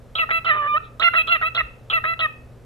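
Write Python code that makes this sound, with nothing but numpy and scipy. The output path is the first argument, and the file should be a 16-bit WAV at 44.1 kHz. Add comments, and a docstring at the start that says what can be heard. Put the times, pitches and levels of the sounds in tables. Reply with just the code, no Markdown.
"""Cockatiel in a humming room

A cockatiel warbles three short phrases close to a stereo microphone in a small room with a mains hum.
Most syllables start as a rasp, noise and jittered partials, and clear into a tone of doubled period,
so half lines lie between its harmonics. Tongue and beak sweep one resonance over the upper lines.
The beak ticks in short noise bursts; a low sine bump and a faint noise rustle pass by.
"""
import sys
import numpy as np
from scipy import signal
from scipy.fft import rfft, irfft, next_fast_len
from scipy.io import wavfile
from scipy.ndimage import uniform_filter1d, minimum_filter1d

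SR = 44100
rng = np.random.default_rng(int(sys.argv[2]) if len(sys.argv) > 2 else 0)


def wav_out(sig):
    """Save sig, one row per channel (or a flat mono array), as 16-bit PCM at SR to the path in sys.argv[1]."""
    wavfile.write(sys.argv[1], SR, np.round(np.clip(np.atleast_2d(sig).T, -1, 1) * 32767).astype(np.int16))


N = 116865


def amp(db):
    """Decibels to gain."""
    return 10 ** (np.asarray(db) / 20)


def evened(x):
    """Scales to rms 1."""
    return x / np.sqrt(np.mean(abs(x) ** 2) + 1e-20)


def read(points, hz):
    """Reads a table on a log-frequency axis."""
    f, value = np.transpose(points)
    return np.interp(np.log(hz + 1), np.log(f + 1), value)


def add(mix, s, sound):
    """Adds a sound at time s, cut off at the end of the mix."""
    part = mix[max(round(s * SR), 0):][:len(sound)]
    part += sound[:len(part)]


def coloured(x, points):
    """Filters by a table of (freq_hz, gain_db)."""
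    size = x.shape[-1]
    gain = amp(read(points, np.fft.rfftfreq(size, 1 / SR)))
    return irfft(rfft(x) * gain, size)


def resonate(x, hz, width_hz):
    """A resonance of gain 1 that follows the curve hz: shift down to 0 Hz, smooth, shift back."""
    turn = np.exp(2j * np.pi * np.cumsum(hz) / SR)
    r = np.exp(-np.pi * width_hz / SR)
    return 2 * (turn * signal.lfilter([1 - r], [1, -r], x / turn)).real


def flutter(size, hz):
    """Complex random wobble of rms 1, rolling off above a rate of hz."""
    count = next_fast_len(size + 2048)
    a, b = rng.standard_normal((2, count))
    rolloff = 1 + (np.fft.fftfreq(count, 1 / SR) / hz) ** 4
    return evened(np.fft.ifft((a + 1j * b) / rolloff)[:size])


# Spectral tilt of the room rumble, before its level is set: freq_hz, gain_db
RUMBLE_COLOUR = [(20, -5.5), (50, 1), (125, -3), (180, -11.5), (250, -10.5), (320, -15), (480, -9),
                 (800, -20), (4500, -39), (13000, -45)]
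RUMBLE_DB = -46  # rms
RUMBLE_LIKENESS = 0.8  # share of the power common to left and right


def rumble():
    """Room rumble: shaped noise, partly shared by the two channels."""
    shared, *own = rng.standard_normal((3, N))
    noise = np.sqrt(RUMBLE_LIKENESS) * shared + np.sqrt(1 - RUMBLE_LIKENESS) * np.array(own)
    return amp(RUMBLE_DB) * evened(coloured(noise, RUMBLE_COLOUR))


# Lines of the mains hum: freq_hz, level_db (rms)
HUM_LINES = [(120, -49), (240, -60.5)]
HUM_WAVER = 0.18  # rms of the complex wobble against a steady line


def mains_hum():
    """Mains hum: steady lines, each wavering slowly in strength and phase."""
    t = np.arange(N) / SR
    hum = np.zeros(N)
    for hz, db in HUM_LINES:
        waver = 1 + HUM_WAVER * flutter(N, hz=7)
        hum += amp(db) * evened((waver * np.exp(2j * np.pi * hz * t)).real)
    return hum


# Half-line strength, sinking where the voice turns to a plain whistle: time_s, half_line_db
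DOUBLING = [(.545, 0.5), (.57, 5), (.675, 3), (.69, -16), (.73, -16), (.745, 11.5), (.78, -3.5), (1, 0.5)]
HALF_LINE_DB, HALF_LINE_ROUGH_DB = -19.5, 7.5  # the line an octave under the tone, and its rise in a rasp
TONE_ROUGH = 0.52  # share of the roughness that reaches the tone
FLUTTER_HZ = 241  # rate of the wobble in a rough partial
JITTER, JITTER_HZ = 0.023, 200  # pitch jitter at full roughness (rms fraction), and its rate
ATTACK_S, RELEASE_S = 0.003, 0.0072
LEAD_S, TRAIL_S = 0.001, 0.004  # extra time before and after the syllable's points


def line(phase, rough):
    """One partial, from a clean sine (rough 0) to a chaotic rasp (rough 1)."""
    rough = np.clip(rough, 0, 1)
    wobble = np.sqrt(1 - rough ** 2) + rough * flutter(len(phase), FLUTTER_HZ)
    return np.sqrt(2) * (wobble * np.exp(1j * phase)).real


def syllable(points, facing_db):
    """A period-doubled tone, its half line, beak-swept upper lines, rasp and faint overtones."""
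    times, *columns = np.transpose(points)
    t = np.arange(times[0] - LEAD_S, times[-1] + TRAIL_S, 1 / SR)
    tone_hz, tone_db, upper_db, beak_hz, rough = (np.interp(t, times, c) for c in columns)
    left_s = t[-1] - t
    # roughness fades away at the end, ahead of the tone
    rough = np.clip(rough, 0, 1) * np.minimum(left_s / (2 * RELEASE_S), 1)
    doubling_db = np.interp(t, *np.transpose(DOUBLING))

    half_hz = tone_hz / 2
    jitter = 1 + JITTER * rough * flutter(len(t), JITTER_HZ).real
    phase = 2 * np.pi * np.cumsum(half_hz * jitter) / SR
    half_db = (tone_db + upper_db) / 2 + doubling_db + HALF_LINE_DB + HALF_LINE_ROUGH_DB * rough
    tone = amp(tone_db) * line(2 * phase, TONE_ROUGH * rough)
    half_line = amp(half_db) * line(phase, rough)

    rasp_share = RASP_SHARE * rough ** 3
    lines = upper_lines(phase, half_hz, beak_hz, rough, doubling_db)
    upper = np.sqrt(1 - rasp_share) * lines + np.sqrt(rasp_share) * rasp(beak_hz)
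    treble = overtones(phase, half_hz, upper_db + facing_db, rough, doubling_db)
    voice = tone + half_line + amp(upper_db) * upper + treble
    gate = np.minimum((t - t[0]) / ATTACK_S, 1) * np.minimum(left_s / RELEASE_S, 1)
    return t[0], voice * np.sin(np.pi / 2 * gate) ** 2


# Fixed colour of the throat, ahead of the beak resonance: freq_hz, gain_db
THROAT = [(1750, 0), (2050, 2), (2400, 0), (3000, 4), (3330, -7), (3450, -1), (3900, 0.5)]
BEAK_WIDTH_HZ, BEAK_LEAK = 337, 0.04  # half-width of the resonance; what passes far from it
SHIMMER_DB, SHIMMER_HZ = 1.5, 30  # each upper line drifts in strength (rms), and how fast


def upper_lines(phase, half_hz, beak_hz, rough, doubling_db):
    """Lines 3 to 6 of the half pitch, weighted by throat and moving beak, at constant total power."""
    numbers = range(3, 7)
    weights = []
    for k in numbers:
        throat = amp(read(THROAT, k * half_hz) + k % 2 * doubling_db)  # odd numbers are half lines
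        beak = BEAK_LEAK + 1 / (1 + ((k * half_hz - beak_hz) / BEAK_WIDTH_HZ) ** 2)
        weights.append(throat * beak)
    weights = np.array(weights) / np.linalg.norm(weights, axis=0)
    out = np.zeros(len(phase))
    for k, weight in zip(numbers, weights):
        shimmer = amp(SHIMMER_DB * flutter(len(phase), SHIMMER_HZ).real)
        out += weight * shimmer * line(k * phase, rough)
    return out


# Colour of the rasp and the rustle noise, before levelling: freq_hz, gain_db
RASP_COLOUR = [(300, -30), (700, -4), (1800, 8), (2400, -2), (3200, 4), (4000, 1), (4600, -25.5),
               (13000, -38.5)]
RASP_SHARE, RASP_WIDTH_HZ = 0.95, 880  # share of upper-line power at full roughness; width of each resonance
SPUTTER_DB, SPUTTER_HZ = 4, 170  # uneven spurts: rms depth and rate


def rasp(beak_hz):
    """Sputtering noise that passes the beak resonance twice."""
    noise = rng.standard_normal(len(beak_hz))
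    for _ in range(2):
        noise = resonate(noise, beak_hz, RASP_WIDTH_HZ)
    noise *= amp(SPUTTER_DB * flutter(len(noise), SPUTTER_HZ).real)
    return evened(coloured(noise, RASP_COLOUR))


# Faint overtones against the upper lines, before the offsets below: freq_hz, level_db
OVERTONES = [(4500, -52), (5500, -41), (7000, -52.5), (8500, -43.5), (9900, -63), (11200, -35.5),
             (12300, -39), (13200, -53.5)]
OVERTONE_ROUGH = 0.17  # added roughness
ODD_OVERTONE_DB, OVERTONE_RASP_DB = -2.5, -9.5  # offset of the half lines; change at full roughness


def overtones(phase, half_hz, treble_db, rough, doubling_db):
    """Lines 7 to 21 of the half pitch: a faint, slightly rough treble that thins in the rasp."""
    out = np.zeros(len(phase))
    for k in range(7, 22):
        level_db = treble_db + read(OVERTONES, k * half_hz) + OVERTONE_RASP_DB * rough
        level_db = level_db + k % 2 * (ODD_OVERTONE_DB + doubling_db)
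        out += amp(level_db) * line(k * phase, rough + OVERTONE_ROUGH)
    return out


# Beak ticks: start_s, level_db (rms before the decay)
TICKS = [(.154, -36), (.309, -31.5), (0.448, -34), (.998, -31), (1.273, -33), (1.548, -32)]
# Colour of a tick, before levelling: freq_hz, gain_db
TICK_COLOUR = [(800, -16), (2500, 11.5), (3800, 4), (5000, -3), (7000, -22.5), (13000, -29)]
TICK_DECAY_S = 0.0026


def beak_ticks():
    """Short dry ticks: coloured noise bursts that die away exponentially."""
    out, t = np.zeros(N), np.arange(1024) / SR
    for s, db in TICKS:
        burst = evened(coloured(rng.standard_normal(len(t)), TICK_COLOUR))
        add(out, s, amp(db) * burst * np.exp(-t / TICK_DECAY_S))
    return out


RUSTLE_S, RUSTLE_LENGTH_S = 0.855, 0.025  # centre of the swell, and its reach to either side
RUSTLE_DB, RUSTLE_HZ = -54, 3600


def rustle():
    """A faint, brief swell of bright resonant noise after the long whistle."""
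    swell = np.exp(-((np.arange(N) / SR - RUSTLE_S) / RUSTLE_LENGTH_S) ** 2)
    noise = coloured(rng.standard_normal(N), RASP_COLOUR)
    noise = resonate(noise, np.full(N, RUSTLE_HZ), RASP_WIDTH_HZ)
    return amp(RUSTLE_DB) * swell * evened(noise)


THUMP_S, THUMP_DB, THUMP_HZ, THUMP_DECAY_S = 1.625, -32.5, 52, 0.015  # level is the envelope's peak


def handling_bump():
    """A soft bump of handling: a low sine that swells quickly and dies away."""
    age = np.maximum(np.arange(N) / SR - THUMP_S, 0)
    envelope = age / THUMP_DECAY_S * np.exp(1 - age / THUMP_DECAY_S)
    return amp(THUMP_DB) * envelope * np.sin(2 * np.pi * THUMP_HZ * age)


# Level balance of the two microphone ports: freq_hz, left_minus_right_db
PORT_BALANCE = [(650, 2.5), (1300, 0), (1950, -2.5), (2650, 0.5), (3300, -3), (4000, -2), (8000, 9),
                (12000, 14)]
# Phase by which the left port leads: freq_hz, lead_rad
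PORT_PHASE = [(0, 0), (1300, 1.15), (1950, 2.7), (2650, 4.1), (3300, 5.4), (4000, 7), (13000, 20.5)]


def ports(x, pan_db, lead_s):
    """Direct sound at the two ports, split by level and phase; pan and lead add to the tables."""
    hz = np.fft.rfftfreq(N, 1 / SR)
    side = np.array([[0.5], [-0.5]])  # left, right
    phase = np.interp(hz, *np.transpose(PORT_PHASE)) + 2 * np.pi * hz * lead_s
    gain = amp(side * (read(PORT_BALANCE, hz) + pan_db))
    return irfft(rfft(x) * gain * np.exp(1j * side * phase), N)


# Reverberation time of the room: freq_hz, t60_s
ROOM_T60 = [(1300, 0.41), (2000, 0.38), (2650, 0.43), (4000, 0.33), (12000, 0.38)]
# Colour and level of the tail: freq_hz, gain_db
ROOM_COLOUR = [(600, -18.5), (1300, -14.5), (2000, -17), (2650, -12), (3100, -18), (8000, -9), (12000, -5)]
ROOM_DELAY_S = 0.0084  # time the tail takes to build up
ECHO_DB, ECHO_SPAN_S = -18, 0.008


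def room(x):
    """A few near reflections and a short diffuse tail of decaying noise, different on each side."""
    hz, t, z = signal.stft(rng.standard_normal((2, SR // 2)), SR, nperseg=256)
    decay = amp(-60 * t / read(ROOM_T60, hz)[:, None])
    tail = signal.istft(z * decay, SR, nperseg=256)[1]
    tail *= np.minimum(np.arange(tail.shape[1]) / SR / ROOM_DELAY_S, 1) ** 2
    tail = coloured(tail / np.linalg.norm(tail[0]), ROOM_COLOUR)
    for side in tail:
        for when, sign in rng.random(size=(4, 2)):
            add(side, ECHO_SPAN_S * (0.1001 + when), amp(ECHO_DB) * np.sign([sign - 0.5]))
    return signal.fftconvolve(x[None], tail, axes=1)[:, :N]


# One list of points per syllable, roughness held to 0-1:
# time_s, tone_hz, tone_db, upper_lines_db, beak_resonance_hz, roughness
SYLLABLES = [
    [(0.153, 1275, -30, -19.5, 2870, 1.1), (0.161, 1299, -26.5, -27, 3650, 0.4),
     (0.18, 1332, -28.5, -30.5, 3080, 0.41), (0.19, 1357, -31, -19.5, 2570, 1),
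     (0.196, 1329, -19, -18, 2520, 0.43), (0.21, 1347, -27, -19, 2480, 0.1),
     (0.237, 1250, -22, -24.5, 1740, 0.2), (0.243, 1296, -20, -33, 2120, 0.2)],
    [(0.291, 1416, -21, -26.5, 1810, 1.2), (0.303, 1340, -34, -35, 1850, 1.1),
     (0.312, 1353, -23, -16, 2020, 0.8), (0.322, 1297, -25, -23, 2210, 0.2),
     (0.338, 1328, -24, -22, 2470, 0.1), (0.38, 1323, -23.5, -20.5, 2360, 0.07),
     (0.394, 1296, -31.5, -33.5, 2690, 0.4)],
    [(0.446, 1353, -24.5, -32, 3030, 0.76), (0.456, 1300, -27, -31.5, 3150, 1.2),
     (0.47, 1350, -23, -21.5, 2300, 0.22), (0.49, 1339, -20.5, -21, 2360, 0.56),
     (0.502, 1307, -17.5, -14, 1890, 0.1), (0.516, 1195, -22.5, -16, 1640, 0.04),
     (0.553, 1219, -23.5, -32, 1975, 0.72), (0.607, 1189, -23.5, -35.5, 2430, 0.2),
     (0.623, 1163, -24.5, -30, 1585, 0.35), (0.665, 1172, -24.5, -31.5, 1660, 0.52),
     (0.691, 1203, -24, -32.5, 2430, 0.07), (0.743, 1190, -20, -32, 2600, 0.05),
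     (0.762, 1215, -17.5, -25, 1750, 0.15), (0.782, 1354, -18, -32, 2900, 0.25)],
    [(0.997, 1257, -24, -27, 3600, 0.7), (1.012, 1330, -25, -30, 3800, 0.7),
     (1.021, 1380, -23, -22.5, 1900, 0.75), (1.033, 1340, -23, -19, 3200, 0.75),
     (1.044, 1382, -19, -15.5, 2450, 0.25), (1.062, 1379, -15, -13.5, 2450, 0.05),
     (1.083, 1356, -12.5, -15, 2240, 0.2), (1.089, 1420, -11, -28, 2370, 0.2)],
    [(1.135, 1330, -20, -25, 1720, 0.75), (1.147, 1283, -23, -21, 1774, 0.8),
     (1.156, 1300, -21, -17.5, 1900, 0.3), (1.162, 1365, -18, -21, 2750, 0.2),
     (1.177, 1360, -19, -17.5, 2700, 0.08), (1.184, 1292, -24, -13.5, 2495, 0.17),
     (1.211, 1290, -28, -20, 2700, 0.06), (1.223, 1318, -31, -25, 2900, 0.7)],
    [(1.274, 1308, -27, -26.5, 3060, 0.9), (1.288, 1311, -24, -28, 3490, 0.6),
     (1.307, 1388, -20.5, -26.5, 2610, 0.1), (1.324, 1365, -19.5, -12.5, 2700, 0.24),
     (1.348, 1338, -20, -20, 2430, 0.11), (1.361, 1257, -25.5, -24, 2010, 0.6),
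     (1.369, 1223, -25.5, -21, 2060, 0.3)],
    [(1.413, 1424, -22, -32, 2160, 0.9), (1.432, 1259, -22.5, -20, 1790, 0.4),
     (1.446, 1273, -21, -25.5, 2470, 0), (1.467, 1313, -26.5, -19.5, 2600, 0.1),
     (1.482, 1339, -25.5, -25.5, 2290, 0.06), (1.49, 1320, -38.5, -30, 2730, 0.4)],
    [(1.548, 1302, -29, -27, 3300, 0.7), (1.566, 1365, -28, -26.5, 3560, 0.9),
     (1.579, 1378, -22, -23, 2300, 0.45), (1.597, 1325, -27, -19.5, 2380, 0.3),
     (1.608, 1285, -24, -19.5, 2200, 0.6), (1.617, 1250, -22, -25, 1900, 0.4)],
    [(1.9, 1267, -29.5, -20.5, 2950, 0.64), (1.917, 1346, -28, -26, 3100, 0.85),
     (1.93, 1337, -26, -27, 2300, 0.9), (1.939, 1337, -24, -17, 2515, 0.15),
     (1.962, 1334, -20, -21, 2374, 0.1), (1.981, 1258, -25, -21.5, 1700, 0.3),
     (1.989, 1240, -23.5, -29.5, 2100, 0.4)],
    [(2.038, 1302, -26, -32, 1600, 1), (2.053, 1267, -25, -20.5, 1830, 0.6),
     (2.067, 1284, -23.5, -29, 2300, 0.2), (2.089, 1332, -25, -22.5, 2353, 0.08),
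     (2.133, 1325, -24.5, -27, 2030, 0.05), (2.141, 1315, -46, -23, 2310, 0.42)],
    [(2.192, 1311, -28, -24.5, 3100, 0.9), (2.202, 1347, -28.5, -27, 3140, 0.9),
     (2.209, 1290, -24, -21, 3230, 0.55), (2.217, 1292, -26.5, -21.5, 2130, 0.32),
     (2.234, 1293, -24.5, -19.5, 2540, 0.1), (2.261, 1217, -24, -21.5, 1630, 0.06),
     (2.269, 1220, -29, -51, 2100, 0.4)],
]
# Head bobs, one row per syllable: left_minus_right_db, extra_left_lead_s, overtones_db
HEAD_BOBS = [(0, 6e-5, -1), (0, 2e-5, -1.5), (-2.5, -1e-5, -8.5), (-5, -7e-5, -1.5), (-2.5, -1e-5, -2),
             (-2.5, 1.5e-5, -3), (-1, 0, -4), (-2, -7e-5, -4), (0, 5e-5, -0.5), (0, 1e-5, -4),
             (-.5, -4e-5, -4)]


def scene():
    """The bird, its room and the background; each syllable has its own head position."""
    bird = beak_ticks() + rustle()
    direct = ports(bird, 0, 0)
    for points, (pan_db, lead_s, facing_db) in zip(SYLLABLES, HEAD_BOBS):
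        voice = np.zeros(N)
        add(voice, *syllable(points, facing_db))
        bird += voice
        direct += ports(voice, pan_db, lead_s)
    return direct + room(bird) + rumble() + mains_hum() + handling_bump()


CEILING = 0.85  # full scale is 1
EDGE_HZ = 13400


def record(dry):
    """A quick limiter holds the loudest peaks; then the recorder's band limit."""
    gain = np.minimum(1, CEILING / (abs(dry).max(0) + 1e-9))
    gain = uniform_filter1d(minimum_filter1d(gain, size=200), size=200)
    lowpass = signal.firwin(511, EDGE_HZ, window=("kaiser", 9), fs=SR)
    return signal.oaconvolve(dry * gain, lowpass[None], "same")


dry = scene()
out = record(dry)
wav_out(out)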